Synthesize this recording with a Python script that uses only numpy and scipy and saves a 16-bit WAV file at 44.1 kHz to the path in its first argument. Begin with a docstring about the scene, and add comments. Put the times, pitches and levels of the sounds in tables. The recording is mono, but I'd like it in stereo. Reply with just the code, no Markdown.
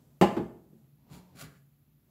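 """A hard clack comes first: the switch of an espresso machine is thrown in a small kitchen and rebounds
briefly, ringing the steel case. A duller knock follows from inside. Then a cup is nudged on the drip
tray and dragged off it: its foot sticks and slips on the grid, the cup chinks and the tray booms faintly.
A low hum, room air and a faint rustle of handling lie under it all."""
import sys
import numpy as np
from scipy import signal
from scipy.fft import rfft, irfft, next_fast_len
from scipy.io import wavfile
from scipy.ndimage import map_coordinates

SR = 44100
rng = np.random.default_rng(int(sys.argv[2]) if len(sys.argv) > 2 else 0)


def to_wav(s):
    """Save 16-bit WAV."""
    ch = np.atleast_2d(s).T  # columns
    pcm = np.round(np.clip(ch, -1, 1) * 32767)  # PCM
    wavfile.write(sys.argv[1], SR, pcm.astype(np.int16))


N = 92610

# tone of the room air (frequency [Hz], level [dB])
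AIR_COLOUR = [(25, -18.5), (60, -6.5), (110, -13.5), (145, 3.5), (180, -13.5), (230, -9.5), (310, -20),
              (450, -28.5), (800, -32.5), (1500, -34.5), (4000, -37.5), (5800, -42), (7300, -39.5),
              (8600, -48), (11500, -30), (15500, -33)]
# how far air and hum lean left (frequency [Hz], left over right [dB])
AIR_LEAN = [(50, 3.5), (150, 4.5), (400, 5.5), (2000, 1.3)]
# how far all other sounds lean left (frequency [Hz], left over right [dB])
SOURCE_LEAN = [(60, 5), (110, 2.5), (200, 4), (380, 0), (700, 5.5), (1300, 2), (2400, 2), (8000, 2.5),
               (15000, 3)]
# how alike the two ears are (frequency [Hz], likeness [0 to 1])
EAR_LIKENESS = [(60, .9), (140, 0.73), (300, 0.83), (640, 0.58), (1400, 0.12), (4000, 0.038)]
# loudness of the handling rustle (time [s], level [dB])
RUSTLE_LEVEL = [(0, -62), (.08, -65.5), (.2, -68), (.71, -71), (.73, -68.5), (.84, -69.5), (.93, -78),
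                (1.9, -95.5), (2.1, -70)]
# tone of the rustle (frequency [Hz], level [dB])
RUSTLE_COLOUR = [(50, -8), (120, 5.5), (230, 5), (420, -5), (650, -8), (850, -12.5), (1300, -17),
                 (2500, -26), (7500, -21.5), (16000, -34)]
# how long the room's echo takes to fade by 60 dB (frequency [Hz], fade time [s])
ROOM_FADE = [(100, 1), (350, 0.6), (1000, 0.5), (1800, 0.43), (4000, 0.39), (12000, 0.72)]
# tone of the echo (frequency [Hz], level [dB])
ROOM_COLOUR = [(60, -10.5), (200, -15), (500, -8), (1000, -4.5), (1600, -1), (4000, -3.5), (14000, -10)]

# pressure of the cup's foot on the grid (time [s], level [dB])
SCRAPE_LEVEL = [(1.0, -100), (1.097, -99.5), (1.101, -64.5), (1.138, -54), (1.18, -59.5), (1.23, -75),
                (1.342, -86), (1.358, -61.5), (1.378, -55), (1.39, -47), (1.412, -43), (1.44, -50),
                (1.462, -59.5), (1.496, -86), (1.572, -73), (1.63, -100)]
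# tone of the tiny slips (frequency [Hz], level [dB])
GRIT_COLOUR = [(290, -42.5), (500, -15.5), (716, -1.5), (888, -20), (1150, -7), (1800, -7.5), (2330, -6),
               (3060, -6.5), (4380, -6.5), (5670, -10), (7240, -12), (13000, -11.5), (15500, -13)]
# resonances of cup and grid (frequency [Hz], width [Hz], level [dB])
CUP_PEAKS = [(560.4, 20, 10), (800, 51, 0), (1150, 61, 5), (1380, 270, 2.5), (2035, 22, 6), (2290, 21, 9.5),
             (3270, 40, 3), (4158, 18, 10.5), (4645, 39, 6.5), (7140, 280, 7.5), (9470, 70, 2),
             (11090, 84, 9)]
# loudness of the soft sliding (time [s], level [dB])
SLIDE_LEVEL = [(0.98, -76), (1.06, -71), (1.12, -53.5), (1.2, -58.5), (1.26, -65.5), (1.33, -64),
               (1.39, -60), (1.46, -54.5), (1.51, -65), (1.57, -66.5), (1.64, -106)]
# tone of the sliding (frequency [Hz], level [dB])
SLIDE_COLOUR = [(100, 12), (300, 9), (800, -6.5), (1500, -15.5), (2500, -11.5), (5000, -13), (7500, -19),
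                (9000, -21.5), (16000, -34.5)]
# hollow resonance, cup at rest and then pulled out (frequency [Hz], width [Hz], level [dB])
HOLLOW_PEAKS = [(928, 233, 12.5), (1540, 390, 23)]
# the foot clicks over the edges of the grid (time [s], level [dB])
CHINKS = [(1.099, -59.5), (1.386, -56), (1.408, -48)]
# ringing notes of the cup (frequency [Hz], level [dB], fade time [s])
CUP_NOTES = [(1202, -3.5, 0.094), (1414, -19, 0.34), (4160, 3, .04), (7250, -18, 0.019),
             (11250, -13, 0.017)]
# the cup catches on the tray (time [s], level [dB])
BUMPS = [(1.099, -60), (1.1132, -44.5), (1.162, -48.5), (1.351, -45), (1.424, -44.5), (1.443, -45),
         (1.519, -55)]
# ringing notes of the tray (frequency [Hz], level [dB], fade time [s])
TRAY_NOTES = [(66.7, -13.5, 0.37), (136.8, -10, 0.54), (150.7, 0, 0.2), (181, -8, 0.71), (241.3, -5, 0.15),
              (406.5, -15.5, 0.24)]

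# hits of the switch (time [s], thump [dB], clatter [dB], upper reach of the thump [Hz])
CLACK_HITS = [(0.2130, -15.5, -16.5, 3007), (0.2190, -15, -20.5, 1297), (0.2238, -12.5, -24, 404.2),
              (0.2335, -20.5, -28.5, 1100), (0.290, -35.5, -43, 485)]
# hits of the knock (time [s], thump [dB], clatter [dB], upper reach of the thump [Hz])
KNOCK_HITS = [(0.3659, -26, -36, 1500), (0.3690, -23, -39, 1110), (0.3772, -28.5, -43.5, 880),
              (0.3937, -18, -60, 405.7), (0.728, -46, -94, 330)]
# ringing notes of the case (frequency [Hz], level at switch [dB], level at knock [dB], fade time [s])
CASE_NOTES = [(66.46, -20.5, -31.5, .55), (78.4, -25.5, -29.5, 0.35), (130.2, -22, -25.5, 0.63),
              (175.9, -7, -12, .09), (195, -6, -9, 0.14), (222.1, -18.5, -6, 0.37), (249.15, -5, -19, 0.2),
              (341.5, -4, 0, .13), (380.8, -4.5, -4, 0.12), (445, -21.5, -9, .2), (508.6, -20, -30, .25),
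              (558, -9.5, -20, 0.19), (635, -12, -17, 0.21), (728.3, 1, -21.5, 0.041),
              (769.4, -2, -5, 0.099), (832, -5.5, -25, 0.11), (911, -14, -32, 0.1),
              (1005, -5.5, -10, 0.043), (1181.3, -19, -24, 0.15)]
# tone of the panels' clatter in the clack (frequency [Hz], level [dB])
CLACK_COLOUR = [(40, -36), (150, -10), (400, 0), (800, 2), (1250, -10.5), (1480, -16.5), (2000, -9.5),
                (2400, -17), (2850, -13), (3400, -23), (4700, -23.5), (5500, -32), (7600, -27.5),
                (8600, -34.5), (12500, -34), (16000, -42)]
# tone of their clatter in the knock (frequency [Hz], level [dB])
KNOCK_COLOUR = [(40, -38), (200, -20), (400, -17), (800, 3.5), (1400, -6.5), (2200, -14), (4000, -22),
                (8000, -38.5), (13000, -33), (16000, -53)]
# how long the panels ring (frequency [Hz], fade time [s])
PANEL_FADE = [(200, 0.057), (900, 0.15), (3000, 0.15), (12000, 0.14)]

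LEFT_RIGHT = np.array([[.5], [-.5]])  # splits a difference between the two ears
TIME = np.arange(N) / SR


def amp(db):
    """Turn decibels into a gain."""
    return 10 ** (np.asarray(db) / 20)


def unit(x):
    """Scale x to an average strength (rms) of 1."""
    return x / np.sqrt(np.mean(x ** 2) + 1e-20)


def along(points, hz):
    """Read between (frequency, value) points on a log scale."""
    freqs, values = np.transpose(points)
    return np.interp(np.log(hz + 1), np.log(freqs + 1), values)


def level(points):
    """A gain for each sample from (time, level) points, silent outside them."""
    times, db = np.transpose(points)
    return amp(np.interp(TIME, times, db, left=-140, right=-140))


def add(out, start_s, x):
    """Mix x into out from the start time on."""
    i = round(start_s * SR)
    out[..., i:i + x.shape[-1]] += x[..., :N - i]


def filtered(x, response):
    """Turn each frequency of x up or down by response(hz)."""
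    n = x.shape[-1]
    padded = next_fast_len(n + 8192)
    return irfft(rfft(x, padded) * response(np.fft.rfftfreq(padded, 1 / SR)), padded)[..., :n]


def resonances(peaks):
    """A flat response with resonant peaks added."""
    return lambda f: 1 + sum(amp(db) * 1j * f * width / (hz * hz - f * f + 1j * f * width)
                             for hz, width, db in peaks)


def stereo(pair, colour):
    """Shape the tone of two unrelated signals and blend them so the bass is alike in both ears."""
    def blend(hz):
        turn = np.arccos(along(EAR_LIKENESS, hz)) / 2
        return amp(along(colour, hz)) * np.array([np.cos(turn), np.sin(turn)])
    mid, side = filtered(pair, blend)
    return np.array([mid + side, mid - side])


def leaning(x, lean):
    """Make x louder on the left."""
    return filtered(x, lambda hz: amp(LEFT_RIGHT * along(lean, hz)))


def noise(colour):
    """Stereo noise with the given tone."""
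    return unit(stereo(rng.standard_normal((2, N)), colour))


def fading(x, fade_times):
    """Let each frequency of x fade at its own speed."""
    hz, t, spectrum = signal.stft(x, SR, nperseg=256)
    fade = amp(-60 * t / along(fade_times, hz)[:, None])
    return signal.istft(spectrum * fade, SR, nperseg=256)[1][:, :N]


def ring(notes, rise_s, wander_share=0.0045, turns_per_s=40, ear_lag_s=.0002, scatter_db=1):
    """A struck object's fading notes; each wanders in pitch and comes from its own direction."""
    t, tone = np.arange(SR) / SR, 0
    for hz, db, fade_s in notes:
        wobble = map_coordinates(rng.standard_normal(200), [t * turns_per_s])
        wander = wander_share * np.cumsum(wobble) / SR
        lag = ear_lag_s * rng.standard_normal() * LEFT_RIGHT
        gain = amp(db + scatter_db * rng.standard_normal() - 60 * t / fade_s)
        tone = tone + gain * np.sin(2 * np.pi * hz * (t + wander + lag))
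    return tone * (1 - np.exp(-t / rise_s))


def background(air_db=-64, hum_hz=139.4, hum_db=-73.5, waver_db=6.5):
    """Room air with a low, wavering hum."""
    drift, waver = [map_coordinates(points, [TIME * 8]) for points in rng.standard_normal((2, 24))]
    hum = np.sqrt(2) * amp(hum_db + waver_db * waver) * np.sin(2 * np.pi * hum_hz * TIME + 1.7 * drift)
    return leaning(amp(air_db) * noise(AIR_COLOUR) + hum, AIR_LEAN)


def handling_rustle():
    """Handling makes a faint, low noise that swells and sinks."""
    return noise(RUSTLE_COLOUR) * level(RUSTLE_LEVEL)


def kitchen_echo(x, build_s=0.0087, lean_db=1):
    """Sound bounces around the room in a wash that builds quickly and dies away."""
    tail = fading(noise([(20, 0), (20000, 0)]), ROOM_FADE) * (1 - np.exp(-TIME / build_s))
    tail = filtered(tail / np.linalg.norm(tail[0]), lambda hz: amp(along(ROOM_COLOUR, hz)))
    echo = signal.fftconvolve(x.mean(0)[None], tail, axes=1)[:, :N]
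    return echo * amp(lean_db * LEFT_RIGHT)


def cup_scrape(slips_per_s=4500, spread_db=1.5, stick_hz=177.7, stick_db=-0.5):
    """The foot sticks and slips; each tiny slip makes cup and grid ring."""
    stick = amp(stick_db * map_coordinates(rng.standard_normal(1000), [TIME * stick_hz]))
    slipping = rng.random(N) < slips_per_s / SR
    slips = slipping * amp(spread_db * rng.standard_normal(N)) * rng.standard_normal((2, N))
    grit = stereo(stick * slips, GRIT_COLOUR)
    return unit(filtered(grit, resonances(CUP_PEAKS))) * level(SCRAPE_LEVEL)


def cup_slide(pull_s=1.36, blend_s=0.028):
    """Soft rubbing; its hollow tone gives way to a higher one as the cup leaves the grid."""
    rub = noise(SLIDE_COLOUR)
    pulled = .5 + .5 * np.tanh((TIME - pull_s) / blend_s)
    resting, leaving = [unit(filtered(rub, resonances([peak]))) for peak in HOLLOW_PEAKS]
    return (resting * (1 - pulled) + leaving * pulled) * level(SLIDE_LEVEL)


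def taps(hits, notes, rise_s):
    """Each light hit sets an object's notes ringing."""
    out = np.zeros((2, N))
    for start_s, db in hits:
        add(out, start_s, amp(db) * ring(notes, rise_s))
    return out


def dragged_cup(lean_db=2.5):
    """The cup scrapes and slides; grid edges make it chink, and the tray booms where it catches."""
    rubbing = cup_scrape() + cup_slide()
    chinks = taps(CHINKS, CUP_NOTES, rise_s=0.0016)
    booms = taps(BUMPS, TRAY_NOTES, rise_s=0.0019)
    return (rubbing + chinks + booms) * amp(lean_db * LEFT_RIGHT)


def case_blows(hits, notes, colour, crack_db=-18.5, crack_fade_s=0.0075):
    """Each hit rings the case, only its low notes if the hit is soft, and sets the panels clattering."""
    out = np.zeros((2, N))
    crack = 1 + amp(crack_db - 60 * TIME / crack_fade_s)  # sharpens the start of the clatter
    for start_s, thump_db, clatter_db, reach_hz in hits:
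        struck = [(hz, db - 20 * np.log10(1 + (hz / reach_hz) ** 4), fade_s) for hz, db, fade_s in notes]
        add(out, start_s, amp(thump_db) * ring(struck, rise_s=0.0023))
        add(out, start_s, amp(clatter_db) * crack * fading(noise(colour), PANEL_FADE))
    return out


def espresso_machine():
    """The clack and the knock strike the same steel case at different places."""
    hz, switch_db, knock_db, fade_s = np.transpose(CASE_NOTES)
    clack = case_blows(CLACK_HITS, list(zip(hz, switch_db, fade_s)), CLACK_COLOUR)
    knock = case_blows(KNOCK_HITS, list(zip(hz, knock_db, fade_s)), KNOCK_COLOUR)
    return clack + knock


def scene(cup_echo_db=-2.5):
    """Machine and cup stand a little to the left in the humming kitchen."""
    machine, cup, rustle = espresso_machine(), dragged_cup(), handling_rustle()
    echo = kitchen_echo(machine + amp(cup_echo_db) * cup)
    return leaning(machine + cup + rustle + echo, SOURCE_LEAN) + background()


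def record(dry, low_cut_hz=57, top_hz=15720):
    """The microphone drops the deep bass and the very highest treble."""
    thinned = signal.sosfilt(signal.butter(4, low_cut_hz, "highpass", fs=SR, output="sos"), dry)
    return filtered(thinned, lambda hz: np.clip((top_hz + 100 - hz) / 200, 0, 1))


dry = scene()
out = record(dry)
to_wav(out)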